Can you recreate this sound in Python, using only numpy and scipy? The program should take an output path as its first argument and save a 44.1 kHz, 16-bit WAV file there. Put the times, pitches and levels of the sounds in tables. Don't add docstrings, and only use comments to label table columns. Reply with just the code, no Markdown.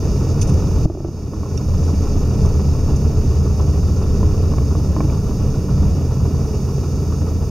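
import sys
import numpy as np
from scipy import signal
from scipy.fft import rfft, irfft
from scipy.io import wavfile
from scipy.ndimage import uniform_filter1d, minimum_filter1d

SR = 44100
rng = np.random.default_rng(int(sys.argv[2]) if len(sys.argv) > 2 else 0)


def master_out(mix):
    frames = np.transpose(np.atleast_2d(mix))
    ceiling = np.clip(frames, -1, 1)
    pcm = np.round(ceiling * 32767).astype(np.int16)
    wavfile.write(sys.argv[1], SR, pcm)


N = 330750
TIME = np.arange(N) / SR
FREQS = np.fft.rfftfreq(N, 1 / SR)

# (time [s], crankshaft speed [rpm])
ENGINE_RPM = [(0, 892.7), (.5, 867.3), (1.5, 857.5), (2, 841.8), (3.5, 834.8), (4, 874), (6, 847.6),
              (6.5, 824.3), (7.5, 830.3)]
# (multiple of the four-stroke cycle rate, relative level [dB])
ENGINE_ORDERS = [(3, -35), (4, -31), (6, -16), (9, -14), (12, 0), (18, -16), (20, -11.5), (21, -17),
                 (24, -17.5), (25, -21), (30, -18)]
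# (place in the four-stroke cycle [0-1], relative level [dB])
VALVE_TAPS = [(.19, -8.5), (.40, -15), (.54, -6), (.61, -12), (.69, -11.5), (.87, -11), (.93, -15.5)]
# (multiple of the wheel rate, relative level [dB])
WHEEL_ORDERS = [(2, -13), (3, -19), (5, -19.5), (6, -0.5), (9, -13)]
# (middle [s], half length [s], extra shake [dB])
ROUGH_PATCHES = [(.55, .3, 4), (2.3, 0.3, 3), (2.99, 0.18, 3), (4.3, 0.27, 3.5), (5.008, 0.087, 6),
                 (5.397, 0.16, 5), (5.856, .17, 8), (6.305, 0.11, 4)]
# (time [s], level [dB])
HISS_LEVEL = [(0, -41.5), (4, -43), (6.2, -44.5), (6.9, -42.5), (7.5, -46)]
# (pitch [Hz], rms wander [Hz], starting level [dB], rise [dB/s])
WHINES = [(1314, 14, -55.5, 0), (2812, 16, -69, 0), (4931, 9, -65.5, 1), (6577, 12, -55.5, -.2)]

# (frequency [Hz], relative level [dB])
VALVE_COLOUR = [(200, -6), (400, 10.5), (550, 0), (800, -4), (1080, -1), (1400, -7.5), (1750, -19.5),
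                (2600, -20), (5000, -26), (12000, -62)]
SHAKE_COLOUR = [(3, -40), (10, -27), (17, -21), (24, 10), (32, -15), (45, 2), (62, 1.5), (85, -13),
                (160, -47)]
RUMBLE_COLOUR = [(35, -58), (55, -7), (68, 0.5), (100, -2.5), (142, -0.5), (163, -8), (192, -5),
                 (225, -13.5), (320, -44), (700, -48)]
ROAR_COLOUR = [(120, -55), (225, -2.5), (303, 0.5), (323, -9.5), (380, -3.5), (430, -1.5), (480, -7),
               (530, -11.5), (750, -18.5), (1250, -25), (1750, -32), (2800, -31.5), (4000, -38),
               (8000, -90)]
HISS_COLOUR = [(1000, -47), (3000, -15), (4000, -3.5), (4700, 2), (6300, 2.5), (6700, 0.5), (7300, -12.5),
               (8200, -24), (9200, -13.5), (10500, -36), (16000, -45)]
FIZZ_COLOUR = [(3000, -14), (7000, 1.5), (11000, 2.5), (14500, 4), (15700, -0.5)]
CREAK_COLOUR = [(1000, -20), (2000, -11), (2650, 2), (3500, -2.5), (5000, -1), (6300, 10), (7800, -16),
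                (9000, -2), (9700, -1.5), (10600, -18), (16000, -33)]

# (time [s], level [dB])
CREAKS = [(0.409, -21.5), (0.42, -29.5), (.468, -33), (.487, -33.5), (.532, -38), (1.567, -34),
          (1.845, -42), (2.45, -35), (2.957, -35)]
# (time [s], strength [dB])
MOUNT_CHATTER = [(0.8994, -4), (0.9497, -9), (0.9733, -9.5), (1.004, -10.5), (1.047, -5), (1.085, -13)]
# (time [s], strength [dB], contact [s])
TRIM_KNOCKS = [(1.335, -14.5, 0.00072), (1.433, -15, 0.00067), (4.230, -15, 0.0007), (4.537, -18, 0.00065),
               (4.584, -18, 0.00055), (4.752, -17.5, 0.00072), (4.965, -13, 0.00068),
               (5.0052, -12.5, 0.00054), (5.099, -26, .0001), (6.255, -21.5, 0.00089)]
# (frequency [Hz], relative level [dB], time to fall 60 dB [s])
MOUNT_MODES = [(340, -2.5, 0.095), (373, -7.5, 0.058), (585, -7, 0.025), (640, -15, .025),
               (800, -27, 0.018), (1150, -15, 0.018)]
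TRIM_MODES = [(302.8, -6, 0.3), (626, -3, 0.014), (904, -12.5, 0.028), (1064, -5.5, 0.036),
              (1220, -11, 0.02), (1500, -15, .02), (1780, -13.5, 0.02), (2370, -1.5, 0.012)]
FITTING_MODES = [(2740, -13, .04), (3670, -16.5, 0.07), (5620, -2, .04), (5680, -7, 0.027)]

# (frequency [Hz], side relative to mid [dB])
STEREO_WIDTH = [(25, -18), (70, -21), (140, -28), (220, -25), (310, -14), (420, -25), (600, -23),
                (770, -12), (900, -22), (1050, -13), (1400, -33), (3500, -31), (5000, -14), (6300, -7),
                (8000, 0)]
# (frequency [Hz], left minus right [dB])
STEREO_BALANCE = [(90, -.2), (210, -1), (330, -1.6), (500, -.3), (770, 0), (1100, -1.5), (1500, 0),
                  (3300, 0), (4500, -2.7), (6400, -4.7), (8000, -.5), (15000, 0)]
# (frequency [Hz], left lead [rad])
LEFT_LEAD = [(20, 0), (70, 0.31), (150, -0.044), (400, 0.015), (740, -0.29), (1000, 0.39), (1200, 0.14),
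             (1400, 0.39), (4500, -0.38), (6000, 0.81), (6700, -0.0091)]
# (centre [Hz], width [Hz])
NOTCHES = [(1605, 164), (2078, 350), (3190, 620), (4160, 594), (7870, 110)]


def gain_of(db):
    return 10 ** (np.asarray(db) / 20)


def unit_rms(x):
    return x / np.sqrt(np.mean(x ** 2) + 1e-20)


def automation(points):
    return np.interp(TIME, *np.transpose(points))


def eq_curve(points):
    hz, db = np.transpose(points)
    return gain_of(np.interp(np.log(FREQS + 1), np.log(hz), db))


def add(mix, start_s, sound):
    part = mix[round(start_s * SR):][:len(sound)]
    part += sound[:len(part)]


def drift(hz):
    lowpass = (FREQS > 0) / (1 + (FREQS / hz) ** 4)
    return unit_rms(irfft(rfft(rng.standard_normal(N)) * lowpass, N))


def noise(colour):
    rolloff_hz = 2 * colour[-1][0]
    gain = eq_curve(colour) / (1 + (FREQS / rolloff_hz) ** 4)
    mid, side = rfft(rng.standard_normal((2, N))) * gain
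    return unit_rms(irfft(mid + np.outer([1, -1], side * eq_curve(STEREO_WIDTH)), N))


def partials(turns, orders, waver=.15):
    tone = np.zeros(N)
    for multiple, db in orders:
        level = gain_of(db) * (1 + waver * drift(3.7))
        tone += level * np.sqrt(2) * np.sin(2 * np.pi * (multiple * turns + rng.random()))
    return tone


def ring(modes, scatter, contact_s):
    t = np.arange(SR // 4) / SR
    struck = np.zeros(len(t))
    for hz, db, t60 in modes:
        detuned_hz = hz * (1 + scatter * rng.standard_normal())
        struck += gain_of(db - 60 * t / t60) * np.sin(2 * np.pi * detuned_hz * t)
    force = np.sin(np.pi * np.linspace(0, 1, round(contact_s * SR) + 2)[1:-1]) ** 2
    return np.convolve(struck, force / force.sum())


def engine():
    cycle_hz = automation(ENGINE_RPM) / 120
    cycles = np.cumsum(cycle_hz) / SR
    drone = partials(cycles, ENGINE_ORDERS)
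    taps, tap_decay_s = np.zeros(N), 0.01
    for place, db in VALVE_TAPS:
        since_tap_s = ((cycles - place) % 1) / cycle_hz
        taps += gain_of(db) * np.exp(-since_tap_s / tap_decay_s)
    taps = uniform_filter1d(taps, size=280)
    clatter = unit_rms(taps * gain_of(2.2 * drift(14))) * noise(VALVE_COLOUR)
    return gain_of(-21.5) * drone + gain_of(-38) * clatter


def tyre_drum(wheel_hz):
    boom_hz, boom_width_hz = 74.2, 7.5
    drumming = partials(np.cumsum(wheel_hz) / SR, WHEEL_ORDERS)
    boom = 1 / (1 + (2 * (6 * wheel_hz - boom_hz) / boom_width_hz) ** 2)
    return gain_of(-16.5) * boom * drumming


def runway(slowed_hz):
    rough_db = sum(db * np.exp(-((TIME - middle_s) / half_s) ** 2)
                   for middle_s, half_s, db in ROUGH_PATCHES)
    shake = gain_of(-22 - 2.5 * slowed_hz + rough_db) * noise(SHAKE_COLOUR)
    rumble = gain_of(-20 - .5 * slowed_hz + .62 * rough_db) * noise(RUMBLE_COLOUR)
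    roar = gain_of(-27 - slowed_hz + .21 * rough_db + 1.04 * drift(32)) * noise(ROAR_COLOUR)
    return shake + rumble + roar


def air_leak():
    return gain_of(automation(HISS_LEVEL) + 0.8 * drift(26)) * noise(HISS_COLOUR)


def instrument_whines():
    whines = np.zeros(N)
    for hz, wander_hz, db, rise_db_per_s in WHINES:
        turns = np.cumsum(hz + wander_hz * drift(40)) / SR
        level = gain_of(db + rise_db_per_s * TIME + drift(7))
        whines += level * np.sqrt(2) * np.sin(2 * np.pi * turns)
    return whines


def microphone_fizz():
    return gain_of(-51) * noise(FIZZ_COLOUR)


def plastic_creaks():
    creak_s, tail_s = 0.013, 0.0056
    rubbing = np.zeros(N)
    for start_s, db in CREAKS:
        add(rubbing, start_s, gain_of(db) * np.hanning(round(creak_s * SR)) ** .5)
    fade = np.exp(-1 / (tail_s * SR))
    rubbing = signal.lfilter([1 - fade], [1, -fade], rubbing)
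    grain = unit_rms(gain_of(1.2 * drift(400)))
    return rubbing * grain * noise(CREAK_COLOUR)


def mount_jolt():
    blow_s, blow_ring_db, blow_thump_db = 0.8554, 0.5, 12
    bounces = [(start_s, db, db - 6) for start_s, db in MOUNT_CHATTER]
    jolt, thump = np.zeros(N), np.hanning(round(0.00493 * SR))
    for start_s, ring_db, thump_db in [(blow_s, blow_ring_db, blow_thump_db)] + bounces:
        add(jolt, start_s, gain_of(ring_db) * ring(MOUNT_MODES, scatter=0.029, contact_s=0.00088))
        add(jolt, start_s, gain_of(thump_db) * thump)
    return jolt


def trim_knocks():
    knocks = np.zeros(N)
    for start_s, db, contact_s in TRIM_KNOCKS:
        add(knocks, start_s, gain_of(db) * ring(TRIM_MODES, scatter=0.033, contact_s=contact_s))
    tink = gain_of(-20) * ring(FITTING_MODES, scatter=0, contact_s=.0001)
    add(knocks, start_s=1.576, sound=tink)
    return knocks


def scene():
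    start_wheel_hz, braking_hz_per_s = 13.81, .429
    slowed_hz = braking_hz_per_s * TIME
    cabin = engine() + tyre_drum(start_wheel_hz - slowed_hz) + runway(slowed_hz)
    cabin += air_leak() + instrument_whines() + microphone_fizz()
    cabin += mount_jolt() + trim_knocks() + plastic_creaks()
    lead_rad = np.interp(FREQS, *np.transpose(LEFT_LEAD))
    left_over_right = eq_curve(STEREO_BALANCE) * np.exp(1j * lead_rad)
    return irfft(rfft(cabin) * left_over_right ** np.array([[.5], [-.5]]), N)


def record(dry):
    ceiling_db, recovery_db_per_s, high_cut_hz = -1.4, 12.8, 15740
    dry = dry * signal.windows.tukey(N, .001)
    for hz, width_hz in NOTCHES:
        dry = signal.lfilter(*signal.iirnotch(hz, hz / width_hz, SR), dry)
    peak_db = 20 * np.log10(abs(dry).max(0) + 1e-9)
    release_db = TIME * recovery_db_per_s
    held_db = np.maximum.accumulate(peak_db + release_db) - release_db
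    duck_db = np.minimum(ceiling_db - held_db, 0)
    duck_db = minimum_filter1d(duck_db, size=150)
    duck_db = uniform_filter1d(uniform_filter1d(duck_db, size=80), size=80)
    high_cut = signal.firwin(711, high_cut_hz, window=("kaiser", 9), fs=SR)
    return signal.oaconvolve(dry * gain_of(duck_db), high_cut[None], "same")


dry = scene()
out = record(dry)
master_out(out)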